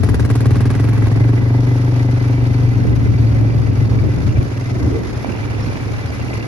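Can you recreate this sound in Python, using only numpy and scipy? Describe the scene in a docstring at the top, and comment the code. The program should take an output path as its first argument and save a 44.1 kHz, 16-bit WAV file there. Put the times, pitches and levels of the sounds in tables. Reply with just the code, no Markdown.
"""A one-cylinder quad bike picks up speed on desert sand. Each firing booms in the silencer and puffs
from the pipe; valves clatter and ring the cooling fins, sand hisses, and wind thuds on the microphones.
The engine drones, then eases off from about three seconds on, as swirls of air begin to pop.
Another quad draws alongside, the slack chain rattles and a rough gust swells.
Near the end the engine fires unevenly on a closed throttle, and metal fittings chink twice."""
import sys
import numpy as np
from scipy import signal
from scipy.fft import rfft, irfft, next_fast_len
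from scipy.io import wavfile
from scipy.ndimage import uniform_filter1d, map_coordinates

SR = 44100
rng = np.random.default_rng(int(sys.argv[2]) if len(sys.argv) > 2 else 0)


def int16_out(signal):
    """Quantize to a 16-bit WAV file."""
    q = np.round(np.clip(np.atleast_2d(signal).T, -1, 1) * 32767)
    wavfile.write(sys.argv[1], SR, q.astype(np.int16))


N = 285327
TIME = np.arange(N) / SR
OPEN_TURN, SEAT_TURN = .73, .01  # where in the engine's cycle the valves open and shut (0-1)

# tone of fluttering air: (frequency [Hz], level [dB])
FLUTTER_SPECTRUM = [(80, -36), (180, -3), (290, -2.5), (420, -7), (650, -16.5), (1300, -28), (3000, -71)]


def amp(db):
    """Turn decibels into a factor to multiply by."""
    return 10 ** (np.asarray(db) / 20)


def unit(x):
    """Scale a signal so that its average level (rms) is 1."""
    return x / np.sqrt(np.mean(x ** 2) + 1e-20)


def along(points, hz):
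    """Read a (frequency, value) table between its rows, on a scale of octaves."""
    f, values = np.transpose(points)
    return np.interp(np.log(hz + 1), np.log(f + 1), values)


def curves(rows):
    """Give each column after the time one value per sample."""
    times, *columns = np.transpose(rows)
    return [np.interp(TIME, times, column) for column in columns]


def wobble(rate):
    """A smooth curve through `rate` random values a second."""
    return map_coordinates(rng.standard_normal(int(N * rate / SR) + 4), [np.arange(N) * rate / SR])


def filtered(x, response):
    """Scale and delay each frequency of x as response(frequency) says."""
    size = next_fast_len(N + SR // 2)
    return irfft(rfft(x, size) * response(np.fft.rfftfreq(size, 1 / SR)), size)[..., :N]


def resonances(modes, f):
    """Response of a part that rings at several pitches; along a pipe they alternate in sign."""
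    return sum((-1) ** k * amp(db) * 1j * f * width / (hz * hz - f * f + 1j * f * width)
               for k, (hz, width, db) in enumerate(modes))


def shaped(x, spectrum):
    """Give x the tone of a (frequency, level) table."""
    return filtered(x, lambda f: amp(along(spectrum, f)))


def wide_noise(spectrum, alike):
    """Stereo noise; `alike` lists (frequency [Hz], likeness of left and right [-1 to 1])."""
    def response(f):
        angle = np.arccos(np.clip(along(alike, f), -1, 1)) / 2
        return amp(along(spectrum, f)) * [np.cos(angle), np.sin(angle)]
    mid, side = filtered(rng.standard_normal((2, N)), response)
    return unit(np.array([mid + side, mid - side]))


def engine_noise(spectrum, scattered_db):
    """Noise from the engine's direction: one side hears it later, and some bounces off riders and bike."""
    # how much later it reaches the left: (time [s], delay [ms])
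    left_delay = [(0, -0.212), (1.3, 0.21), (3.8, 0.37), (4.3, -0.3), (4.9, -0.085), (5.3, 0.23)]
    half_lag = curves(left_delay)[0] * SR / 2000
    direct, *scattered = shaped(rng.standard_normal((3, N)), spectrum)
    pair = np.array([map_coordinates(direct, [np.arange(N) + sign * half_lag]) for sign in (-1, 1)])
    return unit(pair + amp(scattered_db) * np.array(scattered))


def strokes(turn, offset, jitter_ms, scatter_db):
    """One click per engine cycle, `offset` of the way through, varying a little in time and strength."""
    cycles = np.arange(np.ceil(turn[0] - offset), turn[-1] - offset)
    timing, strength = rng.standard_normal((len(cycles), 2)).T
    at = np.interp(cycles + offset, turn, np.arange(N)) + timing * jitter_ms * SR / 1000
    return np.bincount(np.clip(at, 0, N - 1).astype(int), amp(scatter_db * strength), N)


def bursts(clicks, rise_s, decay_s):
    """A loudness curve in which each click swells and dies away."""
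    t = np.arange(SR // 8) / SR
    shape = (1 - np.exp(-t / rise_s)) * np.exp(-t / decay_s)
    return unit(signal.fftconvolve(clicks, shape)[:N])


def steady(x):
    """Hold the level at 1, averaged over a few engine cycles."""
    power = uniform_filter1d(uniform_filter1d(x ** 2, size=6000), size=4000)
    return x / np.sqrt(np.abs(power) + 1e-12)


def rung(push, modes):
    """The ringing that a push sets off, held at an even level."""
    return steady(filtered(push, lambda f: resonances(modes, f)))


def silencer_boom(fire, turn):
    """Firings swell through three silencer chambers; the crank shakes the bike, turning twice a firing."""
    # ring of a chamber: (pitch [Hz], width [Hz], level [dB])
    chamber = [(113.55, 34.2, -3)]
    boom = steady(filtered(fire, lambda f: resonances(chamber, f) ** 3))
    shake = amp(-20) * unit(np.sin(2 * np.pi * 2 * turn))
    return boom + shake


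def pipe_ring(fire, bark_db, puff_db, uneven):
    """Each jump in pressure rings the pipe: returns the sound of the air inside and of the tinny wall."""
    # low rings, high rings (strong under load), open end and wall: (pitch [Hz], width [Hz], level [dB])
    low_modes = [(232, 84, -11), (266.7, 21.4, 12), (300.3, 23.3, 7.5), (392, 17, 2.5)]
    high_modes = [(451, 11, -1), (620, 26, -25), (667, 19, 6.5), (801, 28, -15.5), (873, 30, 3)]
    mouth_modes = [(238.3, 18.3, 3.5), (282, 31, -8), (423, 22, 0)]
    wall_modes = [(1082, 120, -1), (1627, 53, 6.5), (1940, 14, 11), (2300, 40, 0), (3450, 33, -7)]
    lead_s = .0025  # the jump reaches the pipe before the silencer
    # the valve opens gradually, so the jump has little treble
    jump = filtered(fire, lambda f: np.exp(2j * np.pi * f * lead_s) / (1 + 1j * f / 700) ** 2)
    bark = amp(-14 - 28 * uneven) * rung(jump, high_modes) - rung(jump, low_modes)
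    air = amp(bark_db) * bark + amp(puff_db - .5) * rung(jump, mouth_modes)
    wall = amp(puff_db - 10) * rung(jump, wall_modes)
    return air, wall


def gas_puff(burn, puff_db):
    """Gas escapes just before the boom, runs back up the pipe and leaves a second, weaker puff."""
    # tone of the gas: (frequency [Hz], level [dB])
    spectrum = [(150, 10), (350, 7), (700, 4), (1300, -1.5), (2100, -3), (3000, -11), (5000, -11),
                (8000, -19), (11000, -11.5), (12500, -24)]
    echo_s, echo_share = .0092, .45
    escape = strokes(burn, offset=-.06, jitter_ms=.2, scatter_db=1.2)
    puffs = filtered(escape, lambda f: 1 + echo_share * np.exp(-2j * np.pi * f * echo_s))
    blast = unit(bursts(puffs, rise_s=.0035, decay_s=.0046) * amp(1.5 * wobble(500)))
    gas = amp(puff_db) * blast * engine_noise(spectrum, scattered_db=2.5)
    # the treble is aimed backwards, so it fades first
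    treble_hz, gone_s = 2800, 1.63
    dull = filtered(gas, lambda f: 1 / (1 + (f / treble_hz) ** 4))
    treble_share = np.clip(1 - (TIME / gone_s) ** 2, 0, 1)
    return dull + treble_share * (gas - dull)


def pipe_growl(fire):
    """Every firing rings the exhaust pipe's dense crowd of pitches the same way, making a growl."""
    # tone of the growl: (frequency [Hz], level [dB])
    spectrum = [(250, 6), (380, 21.5), (500, 22.5), (600, 12), (800, 13.5), (1200, -4), (2200, -47)]
    t, decay_s = np.arange(SR // 8) / SR, .016
    one_ring = rng.standard_normal(len(t)) * np.exp(-t / decay_s)
    ringing = signal.fftconvolve(fire, one_ring)[:N] * amp(2.5 * wobble(90))
    return steady(shaped(ringing, spectrum))


def exhaust(turn):
    """The same firings drive the boom, the pipe's bark, the puff and the growl."""
    # the boom as the throttle opens, holds, eases and closes: (time [s], level [dB])
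    throttle = [(0, -20), (.45, -12), (.85, -13.5), (1.2, -11.5), (2.2, -13.5), (2.8, -13), (2.87, -17.5),
                (2.96, -13.5), (3.45, -12.5), (3.53, -15), (4.4, -16.5), (4.51, -24), (4.6, -19),
                (4.88, -18.5), (5.03, -27), (5.62, -28), (6.0, -24), (6.47, -28)]
    # firings that burn extra hard or nearly miss: (time [s], level change [dB])
    odd_firings = [(1.39, -4), (3.81, 3.5), (5.1, -18), (5.175, 5), (5.24, 1), (5.41, 5.5), (5.52, 4),
                   (5.626, 9.5), (5.71, 2), (6.38, 7)]
    # fuel burns less evenly on a light throttle: (time [s], unevenness [0-1])
    unevenness = [(0, .5), (.9, .4), (1.5, .17), (2.4, .2), (3, .5), (4.4, .6), (4.9, .68), (5.1, 1)]
    # the puff fades as the microphones swing away from the pipe: (time [s], level [dB])
    puff_level = [(0, -28), (.9, -32), (1.45, -38), (2.6, -55), (6.47, -44)]
    # balance of boom and bark: (time [s], left above right [dB])
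    balance = [(1.2, 0.5), (2.9, 3), (3.8, 1), (4.8, -0.5), (5.3, 1)]
    uneven, puff_db = curves(unevenness)[0], curves(puff_level)[0]
    odd_db = sum(db * np.exp(-((TIME - s) / .03) ** 2) for s, db in odd_firings)
    boom_db = curves(throttle)[0] + odd_db
    full_boom_db = -12.5
    bark_db = -23 + .5 * (boom_db - full_boom_db) - 11 * uneven
    # with little fuel, a firing comes early or late, strong or weak
    burn = turn + .022 * uneven ** 2 * wobble(22)
    fire = strokes(burn, offset=0, jitter_ms=.04, scatter_db=.5)
    fire *= amp((.4 + 2.8 * uneven) * wobble(22))
    boom = amp(boom_db) * silencer_boom(fire, turn)
    air, wall = pipe_ring(fire, bark_db, puff_db, uneven)
    gas = gas_puff(burn, puff_db)
    growl = amp(bark_db - 6.5 - 20 * uneven) * pipe_growl(fire)
    sides = amp(np.outer([.5, -.5], curves(balance)[0]))
    return (boom + air) * sides + wall + gas + growl


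def valve_gear(turn):
    """Valves open and shut once a cycle, ringing their cover over the steady rattle of the chain."""
    # loudness of valves and chain: (time [s], level [dB])
    level = [(0, -43.5), (1.1, -41), (1.7, -45.5), (2.2, -42), (5, -48.5), (5.3, -39), (6.47, -45)]
    # tones of the clatter and the cover: (frequency [Hz], level [dB])
    clatter_spectrum = [(200, -44), (450, 10), (800, 15), (1300, 5.5), (2000, 7.5), (2600, 5.5), (3200, -2),
                        (5000, -12.5), (6500, -30), (8300, -66), (11000, -71)]
    cover_spectrum = [(900, -3), (1600, -5), (2050, -6), (2350, -5.5), (2750, -9), (3200, -26), (5000, -34),
                      (8000, -45), (12000, -66)]
    opening = bursts(strokes(turn, OPEN_TURN, jitter_ms=1, scatter_db=2.2), rise_s=.001, decay_s=.008)
    shutting = bursts(strokes(turn, SEAT_TURN, jitter_ms=1.5, scatter_db=2.5), rise_s=.001, decay_s=.01)
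    chain = amp(3.7 * wobble(200))
    knocks = unit(chain + .21 * opening + .21 * shutting)
    clatter = amp(3.5) * knocks * engine_noise(clatter_spectrum, scattered_db=-1.5)
    cover = amp(-1.5) * opening * engine_noise(cover_spectrum, scattered_db=-10)
    return amp(curves(level)[0]) * (clatter + cover) * amp([[-.5], [.5]])


def cooling_fins(turn):
    """Each valve blow rings the cooling fins at wavering pitches, heard on the right first."""
    # rings of the fins and casing: (pitch [Hz], width [Hz], level [dB])
    modes = [(1635, 69, 3), (1955, 41, -0.5), (2030, 26, 4.5), (2325, 63, 1), (3585, 95, -10.5),
             (4190, 220, -10.5), (4540, 60, -3)]
    # the fins aim their sound, so the moving microphones favour one pitch after another:
    # (time [s], level [dB], favoured pitch [Hz])
    view = [(0, -57, 2200), (1.1, -40, 2100), (1.6, -40.5, 1930), (2.0, -39.5, 1960), (2.5, -41, 2160),
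            (3.2, -41, 1740), (4.0, -41.5, 1820), (5.0, -42, 1800), (5.3, -41, 2300), (5.9, -42.5, 2380),
            (6.47, -37.5, 1920)]
    level_db, favoured_hz = curves(view)
    waver_share, delay_s = .012, .0003
    blows = bursts(strokes(turn, OPEN_TURN, jitter_ms=1.2, scatter_db=3), rise_s=.001, decay_s=.005)
    ring = 0
    for hz, width, db in modes:
        # smooth the noisy blows, then shift them up to this ring's pitch
        pole = np.exp(-np.pi * width / SR)
        push = (blows + .6) * rng.standard_normal((2, N))
        cos_part, sin_part = signal.lfilter([1], np.poly([pole, pole]), push)
        angle = 2 * np.pi * np.cumsum(hz * (1 + waver_share * wobble(9))) / SR
        favour_db = 5 * np.exp(-((hz - favoured_hz) / 190) ** 2) + 2.5 * wobble(9)
        ring += amp(db + favour_db) * unit(cos_part * np.cos(angle) + sin_part * np.sin(angle))
    ring = amp(level_db) * steady(ring)
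    return np.array([filtered(ring, lambda f: np.exp(-2j * np.pi * f * delay_s)), ring])


def sand_hiss():
    """Sand sprays from the tyres in a fine, uneven hiss."""
    # loudness of the spray: (time [s], level [dB])
    level = [(0, -40), (2, -38.5), (3.4, -41.5), (4.3, -39.5), (6.47, -38)]
    # its tone: (frequency [Hz], level [dB])
    spectrum = [(300, 0), (700, 20.5), (1500, 22.5), (3200, 12), (5000, 13), (6300, 10.5), (7400, 4),
                (8700, 1), (10000, 1.5), (11500, 3), (12500, -33)]
    # its spread: (frequency [Hz], likeness of left and right [-1 to 1])
    alike = [(500, .1), (1200, .4), (1900, -.4), (3300, .4), (4400, -.25), (5800, .15), (6800, -.35),
             (7600, -.88), (9200, -.88), (10000, .99)]
    # its balance: (frequency [Hz], left above right [dB])
    balance = [(900, -0.5), (3500, -1), (5400, -4.5), (7200, 0)]
    level_db = curves(level)[0] + .6 * wobble(14) + 2.2 * wobble(140)
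    hiss = filtered(wide_noise(spectrum, alike), lambda f: amp(np.outer([.5, -.5], along(balance, f))))
    return amp(level_db) * hiss


def wind():
    """Swirls of gusty air hit each microphone separately, as low thuds and a quicker flutter."""
    # loudness of the thuds: (time [s], level [dB])
    thud_level = [(0, -15.5), (1.2, -19.5), (1.75, -27), (2.55, -23), (3.1, -16.5), (4.42, -17.5),
                  (4.57, -33), (4.85, -20.5), (5.15, -26.5), (5.6, -22.5), (5.9, -23), (6.47, -25.5)]
    # their tone: (frequency [Hz], level [dB])
    thud_spectrum = [(15, -48), (28, -13), (45, -15.5), (70, 2), (110, 0), (170, -11.5), (300, -12.5),
                     (700, -82)]
    # loudness of the flutter: (time [s], level [dB], left above right [dB])
    flutter_level = [(0, -28.5, 6.5), (1.2, -28, 1.5), (2.5, -30, 2.5), (3.1, -27, -1.5), (4.42, -25, -1),
                     (4.58, -34, -2), (4.85, -22, 2), (5.15, -28.5, -3), (5.35, -29.5, -8.5),
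                     (5.8, -30, -4.5), (6.05, -31, -1), (6.47, -29, -4)]
    # single gusts: (peak time [s], half width [s], thud change [dB], flutter change [dB])
    gusts = [(.05, 0.093, 0.5, -0.5), (2.87, 0.07, 7.5, 6), (3.13, 0.025, 4.5, 0), (3.44, .03, -0.5, 3),
             (3.96, 0.03, -1, 0), (4.05, .035, 2.5, 3.5), (4.3, 0.083, 3, -4), (6.32, .025, -3, 6)]
    thud_db = curves(thud_level)[0]
    flutter_db, left_db = curves(flutter_level)
    for s, width, thud_change, flutter_change in gusts:
        gust = np.exp(-((TIME - s) / width) ** 2)
        thud_db += thud_change * gust
        flutter_db += flutter_change * gust
    swirls = np.array([wobble(22), wobble(22)])
    flaps = np.array([wobble(110), wobble(110)])
    thuds = unit(amp(1.8 * swirls) * wide_noise(thud_spectrum, alike=[(45, .6), (110, .3)]))
    flutter = unit(amp(1.6 * swirls + 2.8 * flaps) * wide_noise(FLUTTER_SPECTRUM, alike=[(300, .05)]))
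    return amp(thud_db) * thuds + amp(flutter_db + np.outer([.5, -.5], left_db)) * flutter


def wind_pops():
    """A tight swirl bursts on a microphone: a swing or two of pressure, then a short ragged tail."""
    # bursting swirls: (time [s], level [dB], pitch [Hz], left above right [dB])
    pops = [(2.873, -20, 480, 9), (3.45, -19, 560, 4), (3.947, -18, 480, -4), (4.049, -20, 430, 2),
            (4.97, -18, 470, 3), (5.247, -7.5, 720, -22), (5.3, -16, 560, -12), (5.352, -16, 750, -12),
            (5.538, -18, 800, -8), (5.702, -19, 480, -10), (5.725, -15.5, 600, -12), (5.922, -21, 520, 5),
            (6.309, -14.5, 560, -10)]
    half_width_cycles, tail_s = .7, .012
    out = np.zeros((2, N))
    rough_air = wide_noise(FLUTTER_SPECTRUM, alike=[(300, .0024)])
    for s, db, hz, left_db in pops:
        near = np.abs(TIME - s) < .06
        t = TIME[near] - s
        envelope = np.exp(-(t * hz / half_width_cycles) ** 2)
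        swing = envelope * np.cos(2 * np.pi * (hz * t + rng.random((2, 1))))
        tail = amp(-17) * np.clip(t * hz, 0, 1) * np.exp(-np.abs(t) / tail_s) * rough_air[:, near]
        out[:, near] += amp(db + np.minimum(0, [[left_db], [-left_db]])) * (swing + tail)
    return out


def second_quad():
    """Another quad chatters out of step with the first; its sound reaches the left side first."""
    # its approach: (time [s], firings [per s], level [dB])
    approach = [(0, 22, -86), (4.5, 21, -35.5), (5.4, 21.5, -39), (6.47, 21.8, -38.5)]
    # tone of its chatter: (frequency [Hz], level [dB])
    spectrum = [(200, -13), (450, 12.5), (750, 4.5), (1200, -6.5), (1600, -7.5), (2300, -7), (3200, -19),
                (6000, -14), (8300, -27.5), (12000, -68)]
    rate, level_db = curves(approach)
    delay_s = .000432
    fire = strokes(np.cumsum(rate) / SR, offset=0, jitter_ms=1, scatter_db=1.5)
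    knocking = bursts(fire, rise_s=.002, decay_s=.013) * amp(2.2 * wobble(170))
    chatter = unit(knocking * shaped(rng.standard_normal(N), spectrum))
    pair = np.array([chatter, filtered(chatter, lambda f: np.exp(-2j * np.pi * f * delay_s))])
    return amp(level_db) * pair * amp([[-.8], [.8]])


def chain_slap():
    """As the engine stops pulling, the slack chain slaps its guard at random."""
    # loudness of the slaps: (time [s], level [dB])
    level = [(0, -72), (3.9, -53), (4.4, -49), (5.1, -56), (5.35, -43.5), (5.9, -49), (6.47, -40.5)]
    # rings of the guard: (pitch [Hz], width [Hz], level [dB])
    guard_modes = [(2164, 160, 0), (2480, 200, 2), (2780, 80, 5)]
    slaps_per_s, scatter_db = 55, 1.8
    slaps = (rng.random(N) < slaps_per_s / SR) * amp(scatter_db * rng.standard_normal(N))
    contact = bursts(slaps, rise_s=.0003, decay_s=.0012) * rng.standard_normal((2, N))
    return amp(curves(level)[0]) * unit(filtered(contact, lambda f: resonances(guard_modes, f)))


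def swelling_gust():
    """A rough gust grows on both sides, climbs in pitch at its end and dies quickly."""
    start_s, end_s, rise_s, decay_s = 4.68, 4.97, .17, .025
    envelope = np.clip((TIME - start_s) / rise_s, 0, 1) * np.exp(-np.maximum(TIME - end_s, 0) / decay_s)
    pitch_hz = np.interp(TIME, [end_s - .06, end_s], [300, 440])
    angle = 2 * np.pi * np.cumsum(pitch_hz) / SR

    def rush(width_hz=150):
        roughness = amp(1.5 * wobble(70))
        return roughness * (wobble(width_hz) * np.cos(angle) + wobble(width_hz) * np.sin(angle))
    return amp(-23.5) * envelope * unit(rush() + .7 * np.array([rush(), rush()]))


def metal_chinks():
    """Small metal fittings chink, each with one high note that dies fast."""
    # the chinks: (time [s], level [dB], pitch [Hz])
    chinks = [(5.623, -34, 5400), (6.084, -36, 4950)]
    rise_s, fade_60_db_s = .002, .086
    out, t = np.zeros(N + SR), np.arange(SR // 4) / SR
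    for s, db, hz in chinks:
        envelope = amp(db - 60 * t / fade_60_db_s) * (1 - np.exp(-t / rise_s))
        out[round(s * SR):][:len(t)] += envelope * np.sin(2 * np.pi * hz * t)
    return out[:N]


def scene():
    """One engine drives exhaust, valves and fins; the ride adds another quad, sand, wind and rattles."""
    # engine speed: (time [s], firings [per s])
    speed = [(0.0, 18.3), (0.21, 18.76), (0.71, 20.76), (0.83, 22.43), (1.06, 21.76), (1.25, 23.11),
             (1.67, 24.12), (2.56, 23.93), (3.14, 22.81), (3.9, 21.99), (4.64, 20.4), (5.19, 20.02),
             (5.45, 21.76), (6.11, 21.94), (6.47, 22.89)]
    turn = .33 + np.cumsum(curves(speed)[0]) / SR  # counts engine cycles, one per firing
    engine = exhaust(turn) + valve_gear(turn) + cooling_fins(turn)
    surroundings = second_quad() + sand_hiss() + wind() + swelling_gust() + wind_pops()
    return engine + surroundings + chain_slap() + metal_chinks()


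def record(dry):
    """Round off the tallest peaks and cut away the highest treble."""
    ceiling, top_hz = .92, 12000
    rounded = dry / (1 + np.abs(dry / ceiling) ** 8) ** (1 / 8)
    return filtered(rounded, lambda f: 1 / np.sqrt(1 + (f / top_hz) ** 80))


dry = scene()
out = record(dry)
int16_out(out)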